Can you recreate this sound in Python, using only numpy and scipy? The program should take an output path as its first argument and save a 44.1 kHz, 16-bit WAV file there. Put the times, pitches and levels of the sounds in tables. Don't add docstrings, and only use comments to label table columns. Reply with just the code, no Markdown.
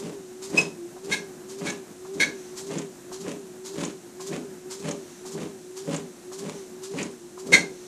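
import sys
import numpy as np
from scipy import signal
from scipy.fft import rfft, irfft
from scipy.io import wavfile
from scipy.ndimage import uniform_filter1d

SR = 44100
rng = np.random.default_rng(int(sys.argv[2]) if len(sys.argv) > 2 else 0)


def persist_wave(psi):
    counts = np.round(np.clip(psi, -1, 1) * 32767).astype(np.int16)
    wavfile.write(sys.argv[1], SR, np.atleast_2d(counts).T)


N = 347301
TIME = np.arange(N) / SR

# full load in seconds, lift-off lead and
# heel strike lead in seconds before it, then relative levels in dB of weight, thump, slap, sole grit,
# brush after lift-off and scuff before landing.
STEP_ROWS = [(0.069, .18, .028, -32.5, -27.5, -46, -42, -45, -36.5),
             (.587, 0.17, .054, -27.5, -17.5, -31, -33, -38, -47),
             (1.133, 0.17, 0.037, -30, -32, -48, -40.5, -58, -45),
             (1.676, 0.19, 0.067, -32.5, -22.5, -36, -35.5, -42, -45),
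             (2.229, 0.18, 0.033, -29.5, -26, -34, -40, -53, -48),
             (2.758, .195, 0.057, -30.5, -24, -36.5, -36.5, -36, -44.5),
             (3.296, .18, 0.036, -32, -24, -33.5, -42.5, -40, -43.5),
             (3.824, 0.18, 0.053, -30, -23, -48, -34, -38, -46.5),
             (4.357, 0.16, .033, -29.5, -27.5, -33, -41.5, -40, -37.5),
             (4.886, 0.1874, .039, -30.5, -21.5, -33.5, -36.5, -37, -46),
             (5.41, .16, .034, -29.5, -29, -34, -42, -41.5, -41),
             (5.937, .178, 0.065, -30.5, -18.5, -37.5, -36, -40.5, -51),
             (6.475, 0.16, 0.032, -32, -28, -44, -41, -41, -40.5),
             (7.003, 0.1805, 0.068, -29.5, -21.5, -41, -34.5, -39.5, -48),
             (7.555, .18, 0.033, -24.5, -20.5, -23.5, -42, -45.5, -45)]


def amp(db):
    return 10 ** (np.asarray(db) / 20)


def unit(x):
    return x / np.sqrt(np.mean(x ** 2) + 1e-20)


def read(points, hz):
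    f, value = np.transpose(points)
    return np.interp(np.log(hz + 1), np.log(f + 1), value)


def colour(x, points):
    hz = np.fft.rfftfreq(len(x), 1 / SR)
    return irfft(rfft(x) * amp(read(points, hz)), len(x))


def noise(points):
    return unit(colour(rng.standard_normal(N), points))


def wander(hz, size):
    full = max(size, SR)
    f = np.fft.rfftfreq(full, 1 / SR)
    spectrum = rfft(rng.standard_normal(full)) * np.exp(-(f / hz) ** 2)
    return unit(irfft(spectrum, full))[:size]


def grains(points, per_s, smooth):
    slips = rng.standard_normal(N) * (rng.random(N) < per_s / SR)
    rub = smooth * rng.standard_normal(N)
    return unit(colour(unit(slips) + rub, points))


def nearby(s):
    return slice(max(int((s - 1) * SR), 0), int((s + 1) * SR))


def swell(s, rise, fall):
    out = np.zeros(N)
    lag = TIME[nearby(s)] - s
    front = -.5 * (lag / rise) ** 2
    tail = 1 - np.sqrt(1 + (lag / fall) ** 2)
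    out[nearby(s)] = np.exp(np.where(lag < 0, front, tail))
    return out


def burst(s, rise, fall):
    out = np.zeros(N)
    t = np.maximum(TIME[nearby(s)] - s, 0)
    out[nearby(s)] = (1 - np.exp(-t / rise)) * np.exp(-t / fall)
    return out


def add(mix, s, sound):
    part = mix[max(round(s * SR), 0):][:len(sound)]
    part += sound[:len(part)]


def room(x, wet_db):
    # frequency in Hz, t60 in s.
    decay = [(150, 0.35), (500, 0.47), (2000, 0.23), (5000, 0.29), (12000, 0.21)]
    size = SR // 2
    taps = rng.standard_normal(size) * (rng.random(size) < .1)
    taps *= np.arange(size) > SR // 300
    hz, t, z = signal.stft(taps, SR, nperseg=256)
    tail = signal.istft(z * amp(-60 * t / read(decay, hz)[:, None]), SR, nperseg=256)[1]
    wet = signal.fftconvolve(x, tail / np.linalg.norm(tail))[:N]
    return (x + amp(wet_db) * wet) / np.hypot(1, amp(wet_db))


def steps():
    return [(k % 2, *row) for k, row in enumerate(STEP_ROWS)]


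def skims():
    brush_lag_s, brush_width_s = (0.022, 0.023), (0.013, 0.014)
    scuff_lead_s, scuff_width_s = 0.081, 0.0094
    rows = []
    for foot, s, swing_s, *_, brush_db, scuff_db in steps():
        rows.append((s - swing_s + brush_lag_s[foot], brush_db, brush_width_s[foot]))
        rows.append((s - scuff_lead_s, scuff_db, scuff_width_s))
    return rows


def blows():
    sole_lag_s = (0.0051, -0.00702)
    sole_thump_db, sole_slap_db = (-6, 0), (-11.5, -4)
    rows = []
    for foot, s, _, heel_lead_s, _, thump_db, slap_db, *_ in steps():
        rows.append((s - heel_lead_s, thump_db, slap_db))
        rows.append((s + sole_lag_s[foot], thump_db + sole_thump_db[foot], slap_db + sole_slap_db[foot]))
    return rows


def hiss():
    # frequency in Hz, relative density in dB per Hz.
    spectrum = [(500, -0.5), (1600, -2.5), (2600, 0), (3300, -1.5), (4050, 1.5), (4800, -1.5), (6000, 5),
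                (7500, 5), (9500, 0), (11500, -6), (13000, -17), (15000, -23)]
    return amp(-54.0) * noise(spectrum) * amp(0.31 * wander(3.0, N))


def whine_pitch():
    crest_hz, crest_lag_s = 417.85, 0.012
    sag_s, recovery_power = 0.215, 1.7
    sag_hz, sag_hz_per_db = (54.54, 65.1), (0.5, 2.5)
    usual_weight_db = -30.5
    crests = np.array([row[0] for row in STEP_ROWS]) + crest_lag_s
    stride_s = np.diff(crests).mean()
    crests = np.r_[crests[0] - stride_s, crests, crests[-1] + stride_s]
    sags = [sag_hz[1]]
    for foot, _, _, _, weight_db, *_ in steps():
        sags.append(sag_hz[foot] + sag_hz_per_db[foot] * (weight_db - usual_weight_db))
    pitch = np.full(N, crest_hz)
    for start, end, sag in zip(crests, crests[1:], sags):
        slowing = np.sin(np.pi / 2 * np.interp(TIME, [start, start + sag_s], [0, 1])) ** 2
        recovery = np.interp(TIME, [start + sag_s, end], [0, 1]) ** recovery_power
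        pitch -= sag * slowing * (1 - recovery)
    return uniform_filter1d(pitch, size=1500)


def motor():
    # pitch in Hz, relative whine level in dB.
    standing = [(349, -40), (353, -49), (356, -54), (360, -47), (370, -42), (400, -39), (422, -47)]
    # frequency in Hz, relative density in dB per Hz.
    drone_spectrum = [(20, -44), (50, -20), (100, -12), (130, -7), (170, -1), (235, 2), (330, -0.5),
                      (480, -8), (640, -11), (720, -10), (830, -13), (1150, -17), (1600, -16), (3000, -29)]
    pitch = whine_pitch()
    phase = 2 * np.pi * np.cumsum(pitch * (1 + 0.0016 * wander(25, N))) / SR
    tone = np.sin(phase) + amp(-27.5) * np.sin(2 * phase)
    speeding_up = np.tanh(np.gradient(pitch) * SR / 100)
    whine = unit(tone) * amp(read(standing, pitch) + 1.0 * speeding_up + 2.0 * wander(22, N))
    drone = amp(-49.0) * noise(drone_spectrum) * amp(1.53 * wander(8.7, N))
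    return whine + drone


def brushes():
    # time in seconds, relative level in dB, rise width in seconds.
    swishes = [(2.44, -51.5, 0.12), (5.12, -53.5, 0.14), (6.58, -49, 0.05), (7.82, -52.5, 0.15)]
    # frequency in Hz, relative density in dB per Hz.
    shoe_spectrum = [(300, -51), (950, 2), (1500, -7), (2600, -6.5), (4000, -1), (5300, 1), (7200, 4),
                     (9500, -6), (12000, -11), (15000, -27)]
    cloth_spectrum = [(1500, -6), (3200, -8.5), (4050, -6), (4900, -11), (6000, 1.5), (7600, -8),
                      (10000, -13), (14000, -24)]
    shoe, cloth = np.zeros((2, N))
    for s, db, width in skims():
        shoe += amp(db) * swell(s - 0.21 * width, 0.79 * width, 1.42 * width)
    for s, db, width in swishes:
        cloth += amp(db) * swell(s, width, 0.81 * width)
    return room(shoe * grains(shoe_spectrum, 3000, 1.0) + cloth * noise(cloth_spectrum), wet_db=-6.0)


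def ticks():
    lag_s, peak_db, centre_hz, rise_s = 0.025, -28.5, 6700, 0.0026
    t = np.arange(SR // 30) / SR
    out = np.zeros(N)
    for s, *_ in STEP_ROWS[1::2]:
        phase = 2 * np.pi * np.cumsum(centre_hz * (1 + 0.088 * wander(1600, len(t)))) / SR
        u = t / rise_s
        add(out, s + lag_s, amp(peak_db) * u * np.exp(1 - u) * np.sin(phase))
    return room(out, wet_db=-13.0)


def squeaks():
    # start in seconds, rise in seconds, length in seconds, upper pitch in Hz, pitch jitter
    # as a share, then relative levels in dB of upper tone with overtones, lower tone with sum tones,
    # and rasp.
    rows = [(0.57, .01, 0.0313, 2505, 0.019, -10, -50, -27.5),
            (1.109, 0.022, 0.043, 2087, 0.0087, -17.5, -21.5, -27.5),
            (1.653, 0.021, 0.066, 2136, 0.042, -32, -32.5, -36.5),
            (2.197, 0.012, 0.049, 2117, 0.025, -14, -19.5, -25.5),
            (4.322, .007, 0.03, 2324, .13, -37.5, -44, -54),
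            (6.975, 0.012, 0.0526, 2486, .12, -30.5, -37, -48),
            (7.52, 0.016, 0.053, 2065, 0.032, -5.5, -16.5, -19)]
    # frequency in Hz, relative density in dB per Hz.
    rasp_spectrum = [(300, -15), (1000, 4.5), (1350, -10.5), (1700, -36), (2400, 11.5), (3000, 1),
                     (3750, 3), (4450, 0.5), (4950, 0), (6200, 7), (7200, 3.5), (8200, 2), (11000, -8.5),
                     (15000, -24)]
    glide, wobble, fade_db = 0.05, 0.013, -10.5
    highs, lows, rub = np.zeros((3, N))
    for s, rise, length, hz, jitter, db, lower_db, rasp_db in rows:
        size = max(int(length * SR), 64)
        t = np.arange(size) / SR
        slide = 1 + glide * t / length + wobble * wander(120, size)
        grip = np.minimum(t / rise, 1) ** 1.43
        grip *= amp(fade_db * np.interp(t, [rise, length], [0, 1]))
        grip *= signal.windows.tukey(size, .15) * amp(2.4 * wander(205, size))
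        upper, lower = (2 * np.pi * np.cumsum(f * slide * (1 + jitter * wander(800, size))) / SR
                        for f in (hz, .765 * hz))
        high = np.sin(upper) + amp(-13.5) * np.sin(2 * upper) + amp(-24) * np.sin(3 * upper)
        mixed = amp(-11.0) * np.sin(2 * lower) + amp(-6.0) * np.sin(upper + lower)
        mixed += amp(-14) * np.sin(2 * upper + lower)
        add(highs, s, grip * (amp(db) * high + amp(lower_db) * mixed))
        add(lows, s, grip * amp(lower_db) * np.sin(lower))
        rub += amp(rasp_db) * swell(s + rise, 0.51 * rise, 0.24 * length)
    tones = room(highs, wet_db=-8.0) + room(lows, wet_db=-3.0)
    rasp = room(amp(0.5) * rub * grains(rasp_spectrum, 2500, 0.82), wet_db=-2.5)
    return tones + rasp


def slaps():
    # frequency in Hz, relative density in dB per Hz.
    slap_spectrum = [(200, -34), (400, 16.5), (560, 13.5), (750, 5), (1000, 3.5), (1300, -3), (1750, 0),
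                     (2600, -5), (3400, -16), (5000, -37), (8000, -28), (14000, -49)]
    clack_spectrum = [(300, -8), (700, 3.5), (1000, 6), (1500, -5), (2200, -16), (5000, -38), (14000, -40)]
    clack_db = (-41, -53)
    landing, leaving = np.zeros((2, N))
    for s, _, db in blows():
        landing += amp(db) * burst(s, 0.0026, 0.016)
    for foot, s, swing_s, *_ in steps():
        leaving += amp(clack_db[foot]) * burst(s - swing_s, 0.0009, 0.014)
    slap = amp(3.0) * landing * grains(slap_spectrum, 1500, 0.68)
    return room(slap + leaving * noise(clack_spectrum), wet_db=-7.0)


def footfalls():
    # frequency in Hz, relative density in dB per Hz.
    rumble_spectrum = [(20, -52), (60, -20), (100, -11.5), (132, -15), (160, 4.5), (200, 3.5), (260, 1.5),
                       (330, 3), (480, -4), (700, -13), (1100, -18), (3000, -47)]
    grit_spectrum = [(200, -32), (600, 3.5), (1050, 7), (1350, 2), (1750, 2), (2600, 3.5), (3200, 1),
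                     (4200, -1), (5200, -2), (7000, 1.5), (10000, -8), (14000, -32)]
    rumble_rise_s, rumble_fall_s, grit_width_s = 0.05117, 0.04988, 0.03526
    rumble, grit = np.zeros((2, N))
    for _, s, _, _, weight_db, _, _, grit_db, *_ in steps():
        rumble += amp(weight_db) * swell(s, rumble_rise_s, rumble_fall_s)
        grit += amp(grit_db) * swell(s, grit_width_s, grit_width_s)
    grit *= amp(2.6 * wander(60, N))
    low = amp(-4.0) * rumble * grains(rumble_spectrum, 500, 0.91)
    return low + amp(-2.5) * room(grit * grains(grit_spectrum, 700, 1.0), wet_db=-7.5)


def thumps():
    # nominal frequency in Hz, relative level in dB, t60 in s.
    deck = [(162.3, 1.5, 0.12), (192.5, -6, 0.19), (240.6, -20, 0.66), (283.6, -11, 0.26),
            (329.5, -15, 0.29), (453, -5.5, 0.099), (569, -12, 0.19)]
    # frequency in Hz, gain in dB.
    radiation = [(40, -14), (110, 1), (135, -11), (155, -1)]
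    t = np.arange(SR // 3) / SR
    out = np.zeros(N)
    hz, db, t60 = np.transpose(deck)[:, :, None]
    upper = np.arange(len(deck))[:, None] > 0
    cushion = 1 - np.exp(-(t / 0.011) ** 2)
    for s, blow_db, _ in blows():
        detune, share, turn = rng.standard_normal((3, len(deck), 1))
        level = amp(db + 3.5 * upper * share - 60 * t / t60)
        modes = level * np.sin(2 * np.pi * (hz * (1 + 0.017 * detune) * t + upper * turn))
        add(out, s, amp(blow_db) * modes.sum(0) * cushion)
    return room(colour(out, radiation), wet_db=-10.5)


def scene():
    machine = hiss() + motor()
    shoes = brushes() + ticks() + squeaks() + slaps()
    mono = machine + shoes + footfalls() + thumps()
    return np.array([mono, mono])


def record(dry):
    knee, headroom, edge_hz = 0.7, 0.22, 14650
    over = np.maximum(abs(dry) - knee, 0)
    rounded = np.sign(dry) * (abs(dry) - over + headroom * np.tanh(over / headroom))
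    lowpass = signal.firwin(511, edge_hz, window=("kaiser", 9), fs=SR)
    return signal.oaconvolve(rounded, lowpass[None], "same")


dry = scene()
out = record(dry)
persist_wave(out)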